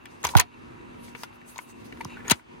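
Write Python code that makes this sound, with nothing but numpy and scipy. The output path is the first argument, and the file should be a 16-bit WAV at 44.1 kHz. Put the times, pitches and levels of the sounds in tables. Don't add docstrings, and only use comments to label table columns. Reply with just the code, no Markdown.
import sys
import numpy as np
from scipy import signal
from scipy.fft import rfft, irfft
from scipy.io import wavfile
from scipy.ndimage import uniform_filter1d

SR = 44100
rng = np.random.default_rng(int(sys.argv[2]) if len(sys.argv) > 2 else 0)


def volts(x):
    e = np.asarray(x, float) / 20
    return 10 ** e


def to_wav(s):
    ch = np.atleast_2d(s).T
    pcm = np.round(np.clip(ch, -1, 1) * 32767)
    wavfile.write(sys.argv[1], SR, pcm.astype(np.int16))


N = 114660

# time_s, level_db
GARDEN_LEVEL = [(0,-56),(.12,-53),(.4,-47.5),(.5,-60),(.62,-49),(.9,-48.5),(1.1,-49),(1.2,-52.5),(1.65,-58.5),(1.8,-50.5),(2.2,-47),
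                (2.34,-49),(2.44,-62),(2.52,-50),(2.6,-50.5)]
# frequency_hz, density_db (per Hz)
GARDEN_SPECTRUM = [(25,-32),(48,-9.5),(330,-8.5),(660,-25),(979,-15.5),(4730,-34.5),(12000,-47.5),(12900,-67.5)]
# frequency_hz, level_db
GARDEN_WIDTH = [(60,-7.5),(200,-3.5),(700,10.5),(1290,0),(2380,8),(4400,-8),(8120,0)]
# frequency_hz, level_db
COOLER_PARTIALS = [(119,-65),(241,-58),(355,-66.5),(953,-68)]
HUM_REF_DB = -53
TREBLE_FOLLOWS = 0.59

# time_s, level_db
RUB_LEVEL = [(0, -83), (.1, -69.5), (.2, -67), (.3, -48), (.35, -53.5), (.45, -80), (.98, -84),
             (1.05, -63.5), (1.21, -64.5), (1.27, -70), (1.44, -76), (1.46, -62), (1.52, -55.5),
             (1.63, -65.5), (1.95, -69), (2.12, -65.5), (2.22, -83), (2.285, -46.5), (2.36, -64.5),
             (2.44, -78.5)]
# frequency_hz, density_db (per Hz)
RUB_SPECTRUM = [(1500,-6),(3200,-10.5),(6500,-7),(12200,-9.5),(12700,-39.5),(13500,-39.5),(14200,-13),(16200,-18.5)]

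# time_s, level_db
SLIDE_LEVEL = [(2.07,-66),(2.105,-49),(2.155,-51),(2.2,-50),(2.235,-64),(2.255,-45.5),(2.295,-40),(2.32,-77)]
# frequency_hz, level_db, t60_s
CHANNEL_MODES = [(1370,-18.5,0.023),(2300,-2.5,0.014),(2680,3,0.017),(3710,-8,0.013),(6500,-10.5,0.012)]

# start_s, pitch_hz, level_db, t60_s
STOCK_TAPS = [(.337,953,-27.5,0.053),(.3495,780,-23.5,0.038),(.354,323,-16,0.017),(.42,720,-39.5,0.083),(2.317,566,-17.5,0.015),(1.234,1413,-38.5,0.064),(1.235,2080,-39,0.031),(1.560,925,-41.5,0.048),(1.57,1050,-37,0.026),(1.580,2190,-42,0.044),(1.5888,976,-28,.024),
              (1.5888,2183,-28,.024),(2.006,908,-32.5,0.052),(2.0115,942,-32.5,.035),(2.052,1000,-25,0.017),(2.123,890,-40.5,0.033)]
TAP_RISE_S = 0.00081

# start_s, level_db, side_share, first_pitch_hz, t60_s
BODY_THUDS = [
    (0.245,-32,0.42,205,0.22),
    (0.357,-1,0.83,202,0.11),
    (2.054,-27.5,0.17,300,0.074),
    (2.3146,-11.5,0.21,407,0.052),
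]
THUD_END_HZ, THUD_SAG_S, THUD_RISE_S = 72, 0.0065, 0.002
BONK_S, BONK_DB, BONK_SIDE_DB = 0.3515, -5, 3
BONK_HZ, BONK_SAG_HZ_PER_S, BONK_LEAD_RAD = 1050, 22000, 0.22
BONK_T60_S, BONK_RISE_S = 0.026, 0.002

# start_s, stock_db, steel_db, contact_ms, favoured_hz
LIFT_CLICKS = [(0.055,-29.5,-31.5,3,1900),(0.23,-37,-26,1.1,8500),(.237,-21,-38,3.8,1726),(0.239,-20,-19,4.5,6500),(0.2434,-10.5,-15,2.75,987),(.248,-18,-5,2.53,7250),
               (0.2508,-12.5,-18,1.47,880),(0.2519,-22.5,-18,1.9,7600),(.258,-31,-25,4.6,2200),(0.268,-15,-14.5,2,6260),(0.2722,-24,-21,2.4,6200),(.277,-22.5,-30,3.1,1500),(0.286,-26,-19,6,3520),(.293,-27.5,-40,3,1270)]
PULL_CLICKS = [(0.352,-13.5,-21,0.37,1400),(.367,-18.5,-6,2,4300),(0.3686,-30,-9,2.7,8000),(0.3721,-13.5,-5,2.005,1050),(.377,-25,-10.5,2.2,2000),(0.384,-14,-9.5,1.45,4250),
               (.388,-16,-27,2.7,1000),(0.3927,-13.5,-35.5,1.5,920),(0.3961,-14,0,2.8,6500),(.3988,-12.5,1,1.35,3010),(0.4006,-10,-4.5,1.3,1900),(0.4022,-13.5,-25,1.2,1480),
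               (.4045,-26,-19,1.8,2690),(0.4072,-24,-17,0.98,4500),(0.4105,-25.5,-11.5,1.78,10600),(0.416,-26,-38,3,1000)]
FUMBLE_CLICKS = [(1.081,-39,-52,3.7,2390),(1.147,-23,-52,5.95,2300),(1.158,-32.5,-57,4.6,2610),(1.233,-21.5,-20.5,2.7,4960),(1.412,-39,-64,4,1900),(1.448,-41,-58,4.2,1230),
                 (1.5585,-34.5,-35,3,4200),(1.5795,-59,-21.5,2,7240),(1.5885,-23.5,-43,1.98,1800),
                 (1.921,-28,-45,7.2,2300),(1.972,-36,-48,2,850),(2.006,-30,-58,3.07,970),(2.0091,-23,-32,3.6,2720),(2.047,-55,-23,1.5,5130),
                 (2.0531,-37,-75,2.9,850),(2.167,-30.5,-57,6.4,1500),(2.394,-38.5,-76,3,1020)]
LOCK_CLICKS = [(2.2795,-21,-23,2.4,6300),(2.298,-10,-5,2.19,3350),(2.3021,-12,-9,0.97,2610),(2.305,-15,-6,3.4,3020),(2.308,-12.5,-5.5,2.23,3030),(2.3088,-36,3,5,9050),
               (2.312,-12.5,-3,1.93,2260),(2.3153,-12,-5,2,3400),(2.3162,-16,-3.5,2.68,6600),(2.320,-15,-23,2.9,2400),(2.328,-33,-39,4,3200)]
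GESTURE_PANS = 2, 0, 2.5, 5.5
# frequency_hz, level_db, t60_s
STOCK_MODES = [(462,-3.5,0.024),(723,-37.5,0.034),(850,-37,0.074),(982,1,0.025),(1157,-8.5,0.039),(1467,-1,0.027),(1800,-3.5,0.03),(2000,-6,0.037),(2265,2,0.014),(2555,-6,0.017)]
# frequency_hz, level_db, t60_s
STEEL_MODES = [(2910,-5,0.013),(3350,-0.5,0.01),(3986,2.5,0.014),(4500,0,0.0071),(5100,3,0.0074),(6100,4.5,0.0093),(6710,3.5,0.014),(7850,1.5,.008),(8500,-5.5,0.013),
               (9050,6,0.01),(10600,6,0.0045),(11380,3,0.0046),(12800,-4,.004),(13800,-1.5,0.0063)]
FAVOUR_DB, FAVOUR_OCTAVES = 13, 0.3
SCATTER_DB, DETUNE, LAG_S = 1.5, 0.012, 0.00013
CRACK_DB, KNOCK_LOW_HZ = -9, 500
TAIL_DB, TAIL_T60_S, TAIL_HZ = -17, 0.065, 3730

# frequency_hz, width_hz, level_db
HOUSING_DIPS = [(5530,170,-8),(7330,167,-30),(9350,185,-17),(13150,350,-2)]
TOP_HZ = 16300

SIDE = np.array([[1], [-1]])


def read(table, hz):
    f, v = np.array(table, float).T
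    return np.interp(np.log(hz), np.log(np.maximum(f, 1)), v)


def curve(table):
    return np.interp(np.arange(N) / SR, *np.array(table, float).T)


def fade(t, t60):
    return np.exp(-np.log(1000) * t / np.maximum(t60, 1e-3))


def walk(rate):
    k = int(SR / rate)
    steps = np.repeat(rng.standard_normal(N // k + 1), k)
    return 1.18 * uniform_filter1d(uniform_filter1d(steps, k), k)[:N]


def bands(spectrum):
    f = np.arange(1, N // 2 + 2) * SR / N
    for hz in 30 * 2 ** np.arange(0, 9.4, 0.5):
        window = np.cos(np.pi * np.clip(np.log2(f / hz), -0.5, 0.5))
        noise = rfft(rng.standard_normal((2, N)))
        yield hz, irfft(noise * window * volts(read(spectrum, f)), N)


def add(out, s, x):
    i = int(s * SR)
    out[:, i:i + x.shape[1]] += x[:, :N - i]


def ring(modes, t, favoured_hz):
    hz, db, t60 = np.array(modes, float).T[:, :, None]
    tuning, strength, lag = rng.standard_normal((len(modes), 3)).T[:, :, None]
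    w = 2 * np.pi * hz * (1 + DETUNE * tuning)
    favour_db = FAVOUR_DB * np.exp(-(np.log2(hz / favoured_hz) / FAVOUR_OCTAVES) ** 2)
    envelope = volts(db + favour_db + SCATTER_DB * strength) * fade(t, t60)
    y = np.array([(envelope * np.sin(w * (t + port * LAG_S * lag))).sum(0) for port in (0, 1)])
    return y / np.abs(y).max()


def garden():
    db, t = curve(GARDEN_LEVEL), np.arange(N) / SR
    wash, still_bass = 0, 0
    for hz, pair in bands(GARDEN_SPECTRUM):
        share = 1 if hz < 600 else TREBLE_FOLLOWS
        still_bass = still_bass + pair[0] * (hz < 600)
        pair = pair * volts(share * (db - HUM_REF_DB) + 1.7 * walk(9.97))
        wash = wash + pair[0] + volts(read(GARDEN_WIDTH, hz)) * pair[1] * SIDE
    hum = 0
    for hz, level_db in COOLER_PARTIALS:
        strength = volts(level_db + 3.2 * walk(5.89))
        phase = 2 * np.pi * hz * t + 0.74 * walk(4.6) + np.array([[0], [1.5]])
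        hum = hum + strength * np.sin(phase)
    return wash / still_bass.std() * volts(-57.5) + 1.22 * hum * volts(db - HUM_REF_DB)


def rub():
    hiss = sum(pair * volts(3.7 * walk(23.84)) for hz, pair in bands(RUB_SPECTRUM))
    hiss = hiss / hiss[0].std() * volts(curve(RUB_LEVEL) + 5.1 * walk(40.62))
    return hiss[0] + hiss[1] * SIDE


def slide():
    grit = rng.standard_normal(N) ** 3 * volts(curve(SLIDE_LEVEL) + 1.5 * walk(60))
    t, seating = np.arange(1024) / SR, np.arange(N) / SR > 2.165
    channel = volts(-1.0) * ring(CHANNEL_MODES, t, 9000)
    seat = ring(STOCK_MODES, t, 1740) + 0.16 * ring(STEEL_MODES, t, 3400)
    out = np.zeros((2, N))
    for part, body in ((~seating, channel), (seating, seat)):
        out += signal.fftconvolve((grit * part)[None], body, axes=1)[:, :N]
    return out * volts(-22.0)


def taps():
    out, t = np.zeros((2, N)), np.arange(4096) / SR
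    for s, hz, db, t60 in STOCK_TAPS:
        envelope = volts(db) * fade(t, t60) * (1 - np.exp(-(t / TAP_RISE_S) ** 2))
        add(out, s, envelope * np.sin(2 * np.pi * hz * t + 0.5 * SIDE) * volts(1.5 * SIDE))
    return out


def thuds():
    out, t = np.zeros((2, N)), np.arange(8192) / SR
    for s, db, side, hz, t60 in BODY_THUDS:
        sag = (hz - THUD_END_HZ) * THUD_SAG_S * (1 - np.exp(-t / THUD_SAG_S))
        turns = THUD_END_HZ * t + sag
        y = -np.sin(2 * np.pi * turns) * fade(t, t60) * (1 - np.exp(-t / THUD_RISE_S))
        add(out, s, volts(db) * y * (1 - side - side * SIDE))
    envelope = volts(BONK_DB) * fade(t, BONK_T60_S) * (1 - np.exp(-(t / BONK_RISE_S) ** 4))
    phase = 2 * np.pi * (BONK_HZ - BONK_SAG_HZ_PER_S * t) * t
    apart = -volts(BONK_SIDE_DB) * SIDE * np.sin(phase + BONK_LEAD_RAD)
    add(out, BONK_S, envelope * (np.sin(phase) + apart))
    return out


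def contact_grit(ms):
    u = np.arange(1024) / SR / (max(ms, 0.2) / 1000)
    swell = u ** 2 * np.exp(-3.5 * u)
    grit = rng.standard_normal((3, 1024)) * swell
    grit[0] = np.maximum(np.abs(grit[0]) - 1.46 * swell, 0) ** 2 * np.sign(grit[1])
    grit *= 0.84 / np.sqrt(np.sum(grit ** 2, axis=1))[:, None]
    grit[:, np.argmax(swell)] += 0.55
    return grit


def clicks():
    out, t = np.zeros((2, N)), np.arange(4096) / SR
    porch = signal.butter(2, [750, TAIL_HZ], "band", fs=SR)
    gestures = LIFT_CLICKS, PULL_CLICKS, FUMBLE_CLICKS, LOCK_CLICKS
    for rows, pan_db in zip(gestures, GESTURE_PANS):
        for s, stock_db, steel_db, ms, hz in rows:
            grit = contact_grit(ms)
            steel = ring(STEEL_MODES, t, hz)
            steel[:, :3] += volts(CRACK_DB) * np.array([[0.5, 0.0, -0.6], [-1.7, -2.0, 2.0]])
            tail = signal.lfilter(*porch, rng.standard_normal((2, 4096)))
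            tail = tail * fade(t, TAIL_T60_S) * (1 - fade(t, 0.0022))
            wood = volts(stock_db) * ring(STOCK_MODES, t, hz)
            wood = wood + volts(TAIL_DB) * (volts(stock_db) + volts(steel_db)) * tail
            y = signal.fftconvolve(wood, grit[:1], axes=1)
            y = y + volts(steel_db) * signal.fftconvolve(steel, grit[2:], axes=1)
            add(out, s, y * volts(pan_db * SIDE / 2))
    return signal.lfilter(*signal.butter(2, KNOCK_LOW_HZ, "high", fs=SR), out)


def scene():
    return garden() + rub() + slide() + taps() + thuds() + clicks()


def low_pass(x):
    return signal.sosfilt(signal.butter(12, 16670, fs=SR, output="sos"), x)


def record(dry):
    f = np.arange(N // 2 + 1) * SR / N
    db = -70 * np.clip((f - TOP_HZ) / 500, 0, 1)
    for hz, width, depth in HOUSING_DIPS:
        db = db + depth * np.exp(-((f - hz) / width) ** 2)
    limited = np.tanh(0.79 * dry) / 0.6
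    mix = irfft(rfft(limited) * volts(db), N)
    return low_pass(mix)


dry = scene()
out = record(dry)
to_wav(out)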